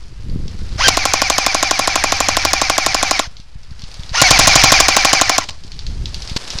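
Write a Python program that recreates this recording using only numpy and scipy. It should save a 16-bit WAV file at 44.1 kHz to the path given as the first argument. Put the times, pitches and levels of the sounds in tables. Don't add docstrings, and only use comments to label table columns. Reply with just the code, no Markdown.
import sys
import numpy as np
from scipy import signal
from scipy.fft import rfft, irfft, next_fast_len
from scipy.io import wavfile
from scipy.ndimage import uniform_filter1d

SR = 44100
rng = np.random.default_rng(int(sys.argv[2]) if len(sys.argv) > 2 else 0)


def wav_record(signal):
    frames = np.transpose(np.atleast_2d(signal))
    bounded = np.clip(frames, -1, 1)
    quanta = np.round(bounded * 32767).astype(np.int16)
    wavfile.write(sys.argv[1], SR, quanta)


def elevation(decibels):
    levels = np.asarray(decibels, float)
    return 10 ** (levels / 20)


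N = 291051

# (t/s, level/dB)
GAIN_STEPS = [
    (0, -0.5),
    (0.8952, -9),
    (3.3, -9),
    (3.7, 0),
    (4.809, -4),
    (5.224, -7.5),
    (5.498, 12.5),
    (5.8, 0),
]
# (t/s, level/dB)
WIND_LEVEL = [(0.0, -40), (0.13, -37.5), (0.29, -27), (0.46, -26), (1.47, -39.5), (2.35, -31.5),
              (2.77, -38), (3.09, -35), (3.31, -45), (3.51, -45.5), (4.13, -39.5), (4.39, -27),
              (5.53, -40.5), (5.75, -36), (5.9, -27.5), (6.01, -25), (6.3, -41), (6.6, -45)]
# (t/s, level/dB, width/s)
WIND_BUMPS = [(0.358, -19, 0.0015), (0.645, -44, 0.0031), (0.757, -28.5, 0.0015), (3.272, -32.5, 0.0026),
              (3.396, -37, 0.0019), (3.555, -31.5, 0.0026), (3.713, -31, 0.0023), (3.834, -30.5, 0.0022),
              (3.993, -28, 0.0024), (4.114, -26.5, 0.0027), (5.648, -37.5, 0.0011), (6.314, -25, 0.002),
              (6.552, -26, 0.0021)]
# (t/s, level/dB)
LEAF_LULLS = [
    [(0.0, -50.5), (0.332, -50), (0.76, -42.5)],
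    [(3.3, -50.5), (3.452, -56), (3.718, -51.5), (3.97, -43.5), (4.11, -43.5)],
    [(5.53, -49), (6.094, -44), (6.242, -38), (6.368, -37), (6.6, -32)],
]
# (f/Hz, level/dB per Hz)
LEAF_COLOUR = [(880, -2), (1500, -7), (2590, -7.5), (3620, -2), (4970, 1), (5470, -2.5), (6420, -7),
               (11000, -21), (12300, -58), (16000, -74), (22000, -120)]
# (t/s, level/dB, ring f/Hz)
SNAP_EVENTS = [(0.038, -38, 5210), (0.2982, -31, 4600), (0.4803, -23.5, 5500), (0.726, -32, 3980),
               (3.3684, -27, 4510), (3.401, -31.5, 4870), (3.632, -32.5, 5250), (3.708, -32.5, 4650),
               (3.794, -27, 5260), (3.8193, -23, 5440), (3.839, -25, 5400), (3.915, -27, 4720),
               (3.9422, -24, 4640), (3.9955, -28, 3260), (4.0343, -24, 3480), (4.0933, -21, 3800),
               (5.507, -24, 5210), (5.5882, -37, 4210), (5.637, -26, 3970), (5.7185, -20, 4160),
               (5.7914, -19, 4770), (5.8662, -18.5, 4250), (6.057, -15.5, 3850), (6.1446, -14.5, 4000),
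               (6.221, -16, 4430), (6.2752, -18, 5100), (6.297, -15.5, 4600), (6.5034, -10, 4700),
               (6.5864, -11, 5130)]
# (f/Hz, level/dB per Hz)
SNAP_COLOUR = [(1000, -34), (2500, -8.5), (4500, 0.5), (6500, -10), (9000, -32.5)]
# (t/s, length/s, scrape level/dB, thud level/dB)
STRIKES = [
    (6.363, .0135, -18, -7),
    (5.488, .009, -22, -26),
    (5.446, .07, -40, -60),
    (5.432, .012, -29, -40),
    (.872, .004, -11, -14),
    (4.205, .004, -13, -24),
    (.3605, .004, -80, -19),
]
# (first shot t/s, shots, cycle/s, extra first cycle/s, extra coasting last cycle/s)
BURSTS = [
    (.8818, 29, .081845, .0073, 0),
    (4.2162, 15, .082, .0092, .0033),
]
# (spin-up/s, mesh f/Hz reached, whine level/dB, coasting from f/Hz,
# slowing/Hz per s, resting f/Hz)
MOTOR_RUNS = [
    (.106, 1600, -1.5, 1780, 15500, 300),
    (.092, 1450, -5.5, 1550, 17000, 980),
]
# (share of spin-up 0-1, share of speed reached 0-1, whine level/dB)
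SPIN_UP = [(0, .33, -50), (.17, .39, -24), (.34, .66, -11), (.49, .84, -20), (.64, 1, -12.5),
           (.86, 0.96, -7), (.96, 0.99, -19)]
# (share of cycle 0-1, tooth mesh f/Hz, whine level/dB)
LOADED_CYCLE = [(.02, 1800, -40), (.12, 2430, -30), (.25, 2460, -18), (.3, 2425, -11), (.62, 2265, -11.5),
                (.72, 2120, -17), (.86, 1800, -23), (.91, 1640, -30), (.97, 1600, -36)]
# (t/s after last shot, whine level/dB)
RUN_DOWN = [(.004, -33), (.02, -26), (.04, -20.5), (.058, -27.5), (.075, -35), (.09, -56)]
# (f/Hz, level/dB per Hz)
RATTLE_COLOUR = [(250, -49), (500, -19), (900, -10), (1500, -10.5), (2300, -6), (3200, -11.5),
                 (4200, -12.5), (6000, -12), (7000, -19.5), (7900, -54), (10000, -62), (11000, -54),
                 (12200, -45), (14000, -70)]
# (f/Hz, width/Hz, level/dB)
HOUSING_MODES = [(4250, 220, -9), (4900, 200, -8), (5350, 180, -6), (6080, 200, -8)]
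# (f/Hz, level/dB)
CRACK_COLOUR = [(450, -17.5), (900, -9), (2600, -10.5), (3400, -11), (5000, -7.5), (6600, -5.5),
                (7500, -12), (8500, -17), (12000, -23), (16000, -16)]
# (f/Hz, level/dB, t60/s)
BARREL_MODES = [(312, -14, 0.05), (697.3, -7.5, 0.029), (796, 2, 0.014), (1063, 3.5, 0.019),
                (1366, -18, 0.11)]
# (f/Hz, level/dB)
RASP_COLOUR = [(800, -50), (2500, -9), (4000, 0), (5200, -7.5), (7000, -0.5), (8500, -17.5), (12500, -19),
               (16000, -46)]
# (share of cycle 0-1, level/dB, ring f/Hz, t60/s)
LATCHES = [
    (.235, -13, 1500, .011),
    (.25, -15, 750, .02),
    (.74, -15, 2300, .008),
    (.865, -9, 1700, .011),
]
# (low f/Hz, high f/Hz, margin under the whole/dB)
WEAK_BANDS = [(7700, 8300, -31), (8300, 9100, -36), (8840, 10200, -45), (10230, 10600, -28.5),
              (10380, 9600, -31), (10900, 12000, -34), (10800, 14000, -38.5), (12000, 12500, -49)]


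def evened(x):
    return x / np.sqrt(np.mean(x ** 2) + 1e-20)


def add(mix, s, sound):
    part = mix[round(s * SR):][:len(sound)]
    part += sound[:len(part)]


def coloured(points, count):
    hz, db = np.transpose(points)
    size = next_fast_len(count)
    shape = elevation(np.interp(np.log(np.fft.rfftfreq(size, 1 / SR) + 1), np.log(hz), db))
    return evened(irfft(rfft(rng.standard_normal(size)) * shape, size)[:count])


def wobble(hz):
    return evened(signal.lfilter(*signal.butter(2, min(hz, 9000), fs=SR), rng.standard_normal(N)))


def ring(hz, t60):
    t = np.arange(2600) / SR
    return np.sin(2 * np.pi * hz * t) * elevation(-60 * t / t60)


def gain_db():
    s, db = np.transpose(GAIN_STEPS)
    held = db[np.searchsorted(s, np.arange(N) / SR, "right") - 1]
    return uniform_filter1d(held, size=60)


def shot_times(first, count, cycle, lag, coast):
    catch_up, sag_s = .15, .00003
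    k = np.arange(count - 1)
    lengths = cycle + lag * catch_up ** k + sag_s * k + coast * (k == k[-1])
    return first + np.r_[0, np.cumsum(lengths)]


def wind():
    s, level_db = np.transpose(WIND_LEVEL)
    flutter_db = -35.5 + 1.21 * (level_db + 32)
    t = np.arange(N) / SR
    slow = coloured([(8, 6.5), (25, 5.5), (60, 2.0), (100, -5.5), (200, -25), (400, -84)], N)
    fast = coloured([(40, -8), (90, -1.5), (160, -9.5), (260, -17.0), (500, -27.0), (1000, -61.0)], N)
    out = elevation(np.interp(t, s, level_db) + 5.5) * evened(slow + 0.067 * slow ** 2 - .2)
    gusts_db = 5.5 * np.clip(wobble(34), -3, 1.6) - 2.0
    return out + elevation(np.interp(t, s, flutter_db) + gusts_db) * fast


def leaf_rustle():
    s, fine_db = np.concatenate(LEAF_LULLS).T
    crunch_at_db = np.repeat([-49.5, -49.5, -51.5], [len(lull) for lull in LEAF_LULLS])
    dark_db = crunch_at_db + 0.84 * (fine_db + 45.5)
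    t = np.arange(N) / SR
    contact = rng.random(N) < 500 / SR
    grains = .5 * elevation(2.8 * np.minimum(rng.exponential(1, N), 4)) * contact
    grains = signal.lfilter([1], [1, -.96], grains) + 0.6
    fine = evened(grains * coloured(LEAF_COLOUR, N))
    crunch = coloured([(200, -24), (500, -5), (1500, 0), (3000, -2), (4500, -24)], N)
    out = elevation(np.interp(t, s, fine_db) + 1.0 + 1.1 * wobble(30)) * fine
    return out + elevation(np.interp(t, s, dark_db) + 1.5 * wobble(30)) * crunch


def snaps():
    t60, tail_t60, tail_db = .013, .25, -18
    out, t = np.zeros(N), np.arange(5000) / SR
    near = t[:2600]
    for s, peak_db, hz in SNAP_EVENTS:
        db = peak_db + 0.53
        hiss = coloured(SNAP_COLOUR, 5000)
        tick = ring(hz, t60 / 3) * np.minimum(near / .0003, 1)
        tick += .25 * hiss[:2600] * elevation(-60 * near / t60)
        add(out, s, elevation(db + 4) * tick)
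        add(out, s, elevation(db + tail_db) * hiss * elevation(-60 * t / tail_t60))
    return out


def wind_bumps():
    out, t = np.zeros(N), np.arange(3000) / SR
    for s, db, width in WIND_BUMPS:
        u = t / width
        push = np.exp(-(u - 1.5) ** 2)
        swing_back = 0.47 * u * np.exp(-u / 2.53)
        add(out, s, elevation(db + 14) * (push - swing_back) * np.minimum(u, 1))
    return out


def strikes():
    colour = [(300, -22), (1000, -5), (2000, -8), (4500, 0), (7000, -11), (9000, -24), (12000, -30)]
    out, t = np.zeros(N), np.arange(900) / SR
    for s, length, db, thud_db in STRIKES:
        count = round(length * SR)
        roughness = elevation(3.5 * wobble(500)[:count])
        add(out, s, elevation(db) * evened(roughness * coloured(colour, count)))
        add(out, s, -elevation(thud_db + 6) * np.exp(-t / .0012) * np.minimum(t / .001, 1))
    return out


def motor_course():
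    full_cycle_s, linger_s = .0823, .06
    hush_before_s, hush_s = .0077, .0017
    rows, t = [], np.arange(N) / SR
    hush, running, eased = np.zeros((3, N))
    for burst, (lead, top_hz, lead_db, coast_hz, slowing, rest_hz) in zip(BURSTS, MOTOR_RUNS):
        times = shot_times(*burst)
        last = times[-1]
        rows += [(times[0] - lead * (1 - at), top_hz * speed, db + lead_db) for at, speed, db in SPIN_UP]
        for s, end in zip(times, times[1:]):
            luck_db = 1.1 * rng.standard_normal()
            speed = np.sqrt(full_cycle_s / (end - s))
            rows += [(s + at * (end - s), hz * speed, db + luck_db) for at, hz, db in LOADED_CYCLE]
        for s, db in RUN_DOWN:
            rows.append((last + s, max(coast_hz - slowing * s, rest_hz * (s < linger_s), 300), db))
        running += (t > times[0] - lead) & (t < last + RUN_DOWN[-1][0])
        eased += (t > last) & (t < last + .2)
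        for s in times:
            add(hush, s - hush_before_s - 2 * hush_s, np.hanning(round(4 * hush_s * SR)))
    s, *columns = np.array(sorted(rows)).T
    hz, whine_db = (np.interp(t, s, c) for c in columns)
    return hz, whine_db, hush, running, eased


def gear_whine(hz, whine_db):
    loaded_hz, free_hz = 2120, 2330
    over_db = whine_db + np.interp(hz, [loaded_hz, free_hz], [-1.5, -7.5])
    low_db = whine_db - 6.5 - np.maximum(loaded_hz - hz, 0) / 47
    slack = .005 + .013 * (hz < 1650)
    turns = 2 * np.pi * np.cumsum(hz * (1 + slack * wobble(120))) / SR
    whine = elevation(whine_db + 1.8 * wobble(130)) * np.cos(turns)
    third_db = -5 - np.maximum(3 * hz - 5000, 0) / 150
    overtones = np.cos(2 * turns) + elevation(third_db) * np.cos(3 * turns)
    over = elevation(over_db + 1.6 * wobble(150)) * overtones
    low = elevation(low_db + 0.6 * wobble(120)) * np.cos(turns / 3)
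    return whine + over + low


def gear_rattle(hz, hush, eased):
    full_hz, stall_hz = 1950, 620
    level_db = -14.5 + 20 * np.log10(np.minimum(hz / full_hz, 1)) - 5 * hush - 3 * eased
    level_db -= np.maximum(stall_hz - hz, 0) / 11
    housing = np.zeros(N)
    for f, width, db in HOUSING_MODES:
        mode = signal.lfilter(*signal.iirpeak(f, f / width, SR), rng.standard_normal(N))
        housing += elevation(db) * evened(mode)
    chatter = elevation(level_db + 1.8 * wobble(400))
    return chatter * evened(coloured(RATTLE_COLOUR, N) + housing) * elevation(2.0)


def gears():
    hz, whine_db, hush, running, eased = motor_course()
    sound = gear_whine(hz, whine_db) + gear_rattle(hz, hush, eased)
    return sound * uniform_filter1d(running, size=500)


def splash_db(gain, s):
    return .6 * (gain[round(s * SR)] + 10)


def piston_cracks(gain):
    out, t = np.zeros(N), np.arange(1200) / SR
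    shape = np.minimum(t / .0011, 1) ** 3.5 * elevation(-60 * np.maximum(t - .0016, 0) / .0066)
    push = np.sin(np.pi * np.minimum(t / .0012, 1))
    for s in np.concatenate([shot_times(*burst) for burst in BURSTS]):
        crack_db = 10 + 2.2 * rng.standard_normal() + splash_db(gain, s)
        push_db = -12 + 2.5 * np.clip(rng.standard_normal(), -2, 1)
        add(out, s - .001, elevation(crack_db) * coloured(CRACK_COLOUR, len(t)) * shape)
        add(out, s - .0001, elevation(push_db) * push)
    return out


def overload_thuds(gain):
    out = np.zeros(N)
    for burst in BURSTS:
        times = shot_times(*burst)
        for s in times:
            db = -7.5 + 1.5 * (s == times[0]) + 3.0 * rng.standard_normal()
            add(out, s + .002, elevation(db) * ring(140, .045))
    return out * elevation(1.2 * gain)


def barrel_pops(gain):
    out, t = np.zeros(N), np.arange(1200) / SR
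    shape = np.minimum(t / .0004, 1) * elevation(-60 * t / .028)
    pipe = sum(elevation(db) * ring(hz, t60) for hz, db, t60 in BARREL_MODES)
    for s in np.concatenate([shot_times(*burst) for burst in BURSTS]):
        rasp_db = -2.5 + splash_db(gain, s)
        add(out, s + .0036, elevation(rasp_db) * coloured(RASP_COLOUR, len(t)) * shape)
        add(out, s + .00383, elevation(2.5 + .5 * rng.standard_normal()) * pipe)
    return out


def latches():
    out = np.zeros(N)
    for burst in BURSTS:
        times = shot_times(*burst)
        for s, end in zip(times, times[1:]):
            for at, db, hz, t60 in LATCHES:
                u, v = rng.standard_normal(2)
                click = elevation(db + 5.5 + 1.8 * u) * ring(hz * (1 + .04 * v), t60)
                add(out, s + at * (end - s) + .0004 * v, click)
    return out


def trees(rifle):
    tail = coloured(LEAF_COLOUR, 9000) * elevation(-60 * np.arange(9000) / SR / .25)
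    return elevation(-27) * signal.fftconvolve(rifle, tail / np.linalg.norm(tail))[:N]


def scene():
    gain = gain_db()
    around = wind() + leaf_rustle() + snaps() + wind_bumps() + strikes()
    around /= elevation(gain)
    motor = gears()
    blasts = piston_cracks(gain) + barrel_pops(gain) + latches()
    blasts = signal.lfilter(*signal.butter(2, 240, "high", fs=SR), blasts)
    rifle = motor + blasts + overload_thuds(gain)
    return (rifle + trees(rifle) + around)[None]


def dropouts(x):
    hz, _, z = signal.stft(x, SR, nperseg=1024)
    whole_db = 10 * np.log10((abs(z[hz > 500]) ** 2).sum(0) + 1e-12)
    for low_hz, high_hz, margin_db in WEAK_BANDS:
        band = (hz >= low_hz) & (hz < high_hz)
        band_db = 10 * np.log10((abs(z[band]) ** 2).sum(0) + 1e-12)
        weak = band_db - whole_db < margin_db + 2.5 * rng.standard_normal(len(band_db))
        z[band] *= np.where(weak, elevation(-25), 1)
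    return signal.istft(z, SR, nperseg=1024)[1][:N]


def band_limit(x):
    return signal.sosfilt(signal.butter(12, 12460, fs=SR, output="sos"), x)


def record(dry):
    overloaded = np.clip(dry[0] * elevation(gain_db()), -.98, .98)
    shelf_hz, shelf_db = [0, 12300, 12700, 15500, 16000, SR / 2], [0, 0, -4, -5, -34, -40]
    shelf = signal.firwin2(255, shelf_hz, elevation(shelf_db), fs=SR)
    mix = signal.oaconvolve(dropouts(overloaded), shelf, "same")[None] - .021
    return band_limit(np.clip(mix, -1, 1))


dry = scene()
out = record(dry)
wav_record(out)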